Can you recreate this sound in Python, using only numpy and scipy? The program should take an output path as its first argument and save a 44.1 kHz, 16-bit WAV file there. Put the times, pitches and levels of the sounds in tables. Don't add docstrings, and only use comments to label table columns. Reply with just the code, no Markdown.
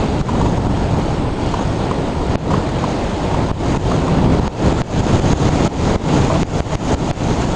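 import sys
import numpy as np
from scipy import signal
from scipy.fft import rfft, irfft, next_fast_len
from scipy.io import wavfile
from scipy.ndimage import uniform_filter1d, map_coordinates

SR = 44100
rng = np.random.default_rng(int(sys.argv[2]) if len(sys.argv) > 2 else 0)


def invert_db(x):
    u = np.asarray(x, float) / 20
    return 10 ** u


def transcribe(u):
    v = np.clip(np.atleast_2d(u).T, -1, 1)
    q = np.round(v * 32767).astype(np.int16)
    wavfile.write(sys.argv[1], SR, q)


N = 332955


def unit(x):
    return x / np.sqrt(np.mean(x ** 2) + 1e-20)


def wobble(rate):
    knots = rng.standard_normal(int(N * rate / SR) + 4)
    return map_coordinates(knots, [np.arange(N) * rate / SR])


def filtered(x, response):
    size = next_fast_len(N + 8192)
    spectrum = rfft(x, size) * response(np.fft.rfftfreq(size, 1 / SR))
    return irfft(spectrum, size)[:N]


def coloured(x, spectrum):
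    f, db = np.transpose(spectrum)
    return unit(filtered(x, lambda hz: invert_db(np.interp(np.log(hz + 1), np.log(f + 1), db))))


def patchy(depth_db):
    z = signal.stft(rng.standard_normal(N + 512), nperseg=512)[2]
    field = uniform_filter1d(rng.standard_normal(z.shape), size=6, axis=0)
    field = uniform_filter1d(field, size=8, axis=1)
    noise = signal.istft(z * invert_db(depth_db * unit(field)), nperseg=512)[1]
    return unit(noise[:N])


def eddies(rate, spread_db):
    chance, sign, size = rng.random((3, N))
    strength = invert_db(-spread_db * np.log(size + 1e-9))
    return unit((chance < rate / SR) * np.sign(sign - .5) * strength)


# f/Hz, level/dB
CONVERTER_TONES = [(11025, -70), (12403, -92), (13781, -96), (15159, -101)]


def high_tones():
    t = np.arange(N) / SR
    (edge_hz, edge_db), *upper = CONVERTER_TONES
    out = invert_db(edge_db - 1.5) * (0.43 + 0.59 * wobble(70)) * np.sin(2 * np.pi * edge_hz * t)
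    for k, (hz, db) in enumerate(upper):
        on = np.clip(4 * (wobble(22) + 1.9 - .7 * k - .16 * t), 0, 1)
        out = out + invert_db(db + 4.5) * on * np.sin(2 * np.pi * hz * t)
    return out


# t/s, level/dB
SLIPPED_SAMPLE = (.9867, -23)


def slip():
    at, db = SLIPPED_SAMPLE
    return invert_db(db) * (np.arange(N) == round(at * SR))


# f/Hz, level/dB
WHINE_TONES = [(8080, -53)]


def whine():
    t = np.arange(N) / SR
    return sum(invert_db(db + 3) * np.sin(2 * np.pi * hz * t) for hz, db in WHINE_TONES)


# start t/s, end t/s, level/dB
RATTLE_SPANS = [
    (6.291, 6.368, -19),
    (6.712, 6.747, -22),
]
# f/Hz, level/dB
HOUSING_COLOUR = [(350, -30), (560, -3), (650, 10), (780, -14), (1050, 3), (1250, -11), (1600, -34),
                  (2400, -20), (4000, -52)]


def rattle():
    t = np.arange(N) / SR
    shaking = 0
    for start, end, db in RATTLE_SPANS:
        fade = np.clip(np.minimum(t - start, end - t) / 0.008, 0, 1)
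        shaking = shaking + invert_db(db) * fade
    return shaking * coloured(eddies(rate=2000, spread_db=-1.0), HOUSING_COLOUR)


# t/s, peak level/dB, ring f/Hz
FITTING_KNOCKS = [(0.286, -10, 1054), (0.292, -6.5, 1020), (0.352, -15, 1000), (0.4136, -7.5, 947),
                  (0.458, -12.5, 950), (0.461, -11, 940), (1.5402, -7, 1000), (1.591, -14, 970),
                  (1.912, -7.5, 1050), (2.506, -9, 1036), (2.513, -8, 960), (2.537, -9, 1023),
                  (2.541, -12, 1095), (2.84, -8.5, 1030), (2.874, -18, 920), (3.312, -14, 930),
                  (3.345, -9, 940), (3.746, -11, 910), (3.915, -13, 1150), (4.08, -10.5, 1025)]
# f/Hz, level/dB
TICK_COLOUR = [(300, -33), (1500, 0), (3000, 3), (5000, -11), (7000, -2.5), (9000, -20), (11000, -25)]


def knocks():
    rings, ticks, t = np.zeros(N + SR), np.zeros(N), np.arange(SR // 20) / SR
    damped_at = 0.0075
    for s, db, hz in FITTING_KNOCKS:
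        tick = invert_db(-30 + 0.88 * (db + 12))
        modes = np.sin(2 * np.pi * hz * t) + 0.37 * np.sin(2 * np.pi * 1.134 * hz * t)
        ring = modes * invert_db(-60 * t / 0.057) * (1 - np.exp(-t / 0.00065))
        damped = 1 / (1 + np.exp((t - damped_at) / 0.0012))
        rings[round(s * SR):][:len(t)] += invert_db(db - 1.5) * ring * damped
        ticks[round(s * SR)] += tick
        ticks[round((s + 3.5 / hz) * SR)] -= 1.2 * tick
    return rings[:N] + invert_db(-52.5) * coloured(ticks, TICK_COLOUR)


# t/s, airspeed level/dB, turbulence level/dB, squareness to the cavity level/dB
AIRFLOW = [(0, 2, 3.5, -5), (.3, -.5, 2, 2.5), (.65, -2, 3, -1.5), (1.14, -1.5, -1, 0.5),
           (1.28, -1.3, 0.5, -8), (1.46, -0.5, -2.5, 0), (2.2, -1.7, -2.5, -2.5), (2.65, -.5, -1, -3.5),
           (2.95, .5, -3, -2), (3.5, -0.5, -2, -1.5), (3.8, 1.3, 0.5, 3), (4.25, -0.3, 0.5, -4),
           (4.55, 2, 2, -0.5), (5.0, 3, 1, 2), (6.05, 3.5, 1.5, 1), (6.35, 1, 1, 3.5), (6.85, 3.5, 3.5, 3),
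           (7.55, -0.5, -2, 3)]
# t/s, strength level/dB, half length/s, share reaching the treble/0-1
GUST_LUMPS = [(0.117, -4.5, 0.088, 0.4), (.25, 0.5, 0.072, 0), (.63, -1.5, .06, 0.2), (1.127, 1, .06, .8),
              (1.268, -1.5, .09, 1), (1.52, -3.5, 0.043, 0), (1.756, 1, 0.067, 0.3),
              (2.411, 7, 0.097, 0.57), (2.527, 6, 0.039, 0.44), (3.284, 2.5, 0.095, 0.4),
              (3.764, 3.5, 0.1, 0), (4.26, 6, .1, 0), (4.66, 3.5, 0.065, 0.17), (4.78, -2, 0.075, 0.8),
              (5.158, 2, 0.093, 0), (5.417, 5.5, 0.1, 0.42), (5.662, 1, .06, .05), (5.912, 2.5, 0.1, 0),
              (6.162, 3.5, 0.1, 0.4), (6.543, -0.5, .06, .3), (6.905, 2.5, 0.11, 0.5),
              (7.083, -3, .1, 0.24), (7.435, 3.5, 0.06, 1), (2.864, 2.5, .06, 0.6), (4.45, 3, 0.047, 0),
              (6.41, 2.5, 0.029, 0.1), (7.334, 0.5, 0.03, 0.2), (3.95, 1, .06, .5)]


def airflow():
    t = np.arange(0, N / SR + .002, .001)
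    s, *controls = np.transpose(AIRFLOW)
    speed_db, stirred_db, across_db = [np.interp(t, s, c) for c in controls]
    gust_db, fast_db = 0, speed_db
    for at, db, half, bright in GUST_LUMPS:
        lump = db * np.exp(-((t - at) / half) ** 2)
        gust_db = gust_db + lump
        fast_db = fast_db + bright * lump
    push_db = 0
    for at, cut_db, _ in PRESSURE_SURGES:
        push_db = push_db - cut_db * (t > at) * np.exp(-np.abs(t - at) / 0.019)
    buffet_db = -20 + stirred_db + gust_db + .17 * push_db
    roar_db = -21 + 0.54 * fast_db + 0.14 * stirred_db + 0.33 * gust_db + 0.056 * push_db
    hiss_db = -33 + fast_db
    cavity_db = -44.5 + 1.52 * fast_db + across_db + 0.04 * push_db
    levels = buffet_db, roar_db, hiss_db, cavity_db
    return [np.interp(np.arange(N) / SR, t, db) for db in levels]


# f/Hz, level/dB
SWAY_COLOUR = [(8, -35), (15, -1), (40, -1), (70, 2), (110, -14.5), (200, -72)]
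BUFFET_COLOUR = [(20, -32), (55, -9.5), (93, 0.5), (160, 1), (330, -11.5), (430, -23.5), (730, -80)]
ROAR_COLOUR = [(160, -12), (270, -2.5), (921, -9), (1500, -27.5), (1950, -38), (3300, -120)]
HISS_COLOUR = [(790, -18.5), (1350, -1.5), (1520, -5.5), (3200, -8.5), (4730, -13), (5700, -20),
               (7400, -28), (8400, -37), (9800, -34), (10650, -49), (10950, -46.5)]
CAVITY_COLOUR = [(3200, -22), (5300, -8), (5900, -5), (6500, 1.5), (7050, -1), (7600, -7), (8300, -14),
                 (10500, -27.5)]


def wind():
    buffet_db, roar_db, hiss_db, cavity_db = airflow()
    bursts = eddies(rate=900, spread_db=1.43)
    flutter = 0.83 * wobble(9) + 1.08 * wobble(45)
    buffet = coloured(patchy(0.26) + 0.65 * bursts, BUFFET_COLOUR)
    buffet = buffet * invert_db(1.55 * flutter + 0.37 * wobble(14))
    roar = coloured(patchy(1.0) + 0.55 * bursts, ROAR_COLOUR)
    roar = roar * invert_db(0.48 * flutter + 0.45 * wobble(30))
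    hiss = coloured(patchy(1.3) + 0.33 * bursts, HISS_COLOUR)
    hiss = hiss * invert_db(0.44 * flutter + 0.36 * wobble(90))
    cavity = coloured(patchy(2.8) + 0.89 * bursts, CAVITY_COLOUR)
    cavity = cavity * invert_db(0.5 * flutter + 1.25 * wobble(120))
    buffet = np.tanh(unit(buffet) / 3.5)
    sway = coloured(patchy(1.6) + .5 * bursts, SWAY_COLOUR) * invert_db(0.53 * flutter)
    layers = [(sway, -25.5), (buffet, buffet_db), (roar, roar_db), (hiss, hiss_db), (cavity, cavity_db)]
    return sum(unit(x) * invert_db(db) for x, db in layers)


# t/s, gain after the cut level/dB, signed pressure step
PRESSURE_SURGES = [(0.2145, -11.5, 0.7), (0.5854, -5, -0.18), (0.6713, -4.5, 0.55), (2.3562, -17, 0.68),
                   (3.5148, -13.5, -0.86), (3.7748, -11, 0.38), (4.2635, -4.5, -0.96), (4.3982, -7.5, 0.91),
                   (4.4791, -15.5, 0.47), (4.7293, -5, -0.46), (4.818, -16.5, 0.63), (5.0084, -8, 0.61),
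                   (5.199, -6.5, -0.92), (5.3338, -12.5, -1.06), (5.4917, -6, -0.74), (5.6778, -15, 0.28),
                   (5.961, -14.5, -0.88), (6.4317, -15.5, 0.75), (6.6049, -15, 0.58), (6.754, -15.5, 0.62),
                   (6.9486, -13, -0.6), (7.1127, -13, 0.65), (7.4535, -5, -0.54)]


def surges():
    t, out = np.arange(N) / SR, np.zeros(N)
    for s, cut_db, step in PRESSURE_SURGES:
        edge_ms = .021 if step > 0 and cut_db < -12 else .12
        near = slice(round((s - .06) * SR), round((s + .04) * SR))
        u = t[near] - s
        before = .5 - .5 * np.tanh(500 * u / edge_ms)
        swell = np.exp(-np.abs(u) / 0.0032)
        out[near] -= 1.27 * step * swell * (before + 0.42 * invert_db(cut_db) * (1 - before))
    return filtered(out, lambda hz: 1j * hz / (55 + 1j * hz))


def gain_control():
    gain_db = np.zeros(N)
    for s, cut_db, _ in PRESSURE_SURGES:
        since = np.arange(N - round(s * SR))[:SR // 2] / SR
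        climb = np.clip(1 + 80 * since / cut_db, 0, 1) ** 1.51
        gain_db[round(s * SR):][:len(since)] = cut_db * climb
    return uniform_filter1d(invert_db(gain_db), size=15)


# t/s, length/s, lower edge f/Hz
STARVED_SPANS = [(2.359, .019, 5200), (3.518, .007, 5500), (3.775, .004, 6000), (4.482, .012, 6900),
                 (4.825, 0.013, 6460), (5.681, .012, 6860), (5.966, .012, 8500), (6.436, .013, 7500),
                 (6.608, .004, 7000), (6.758, 0.0066, 6500), (6.956, 0.0084, 7500), (7.116, .013, 5800)]


def starved(x):
    out, reach = x.copy(), SR // 20
    t = np.arange(reach) / SR
    for s, length, edge_hz in STARVED_SPANS:
        start = round(s * SR)
        high_pass = signal.butter(10, min(edge_hz, 10000), 'high', fs=SR, output='sos')
        top = signal.sosfiltfilt(high_pass, x[start - reach:start + reach])[reach:]
        fade = np.clip(np.minimum(t, length - t) / 0.0009, 0, 1)
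        out[start:start + reach] -= fade * top
    return out


def scene():
    return (wind() + knocks() + rattle() + whine())[None]


def top_cut(x):
    return signal.sosfilt(signal.butter(12, 15800, fs=SR, output="sos"), x)


def record(dry):
    x = dry[0] * gain_control() + surges()
    x = x / (1 + np.abs(x / 1.5) ** 4) ** 0.23
    x = starved(filtered(x, lambda hz: hz < 10990))
    x = x + high_tones() + slip()
    return top_cut(x[None])


dry = scene()
out = record(dry)
transcribe(out)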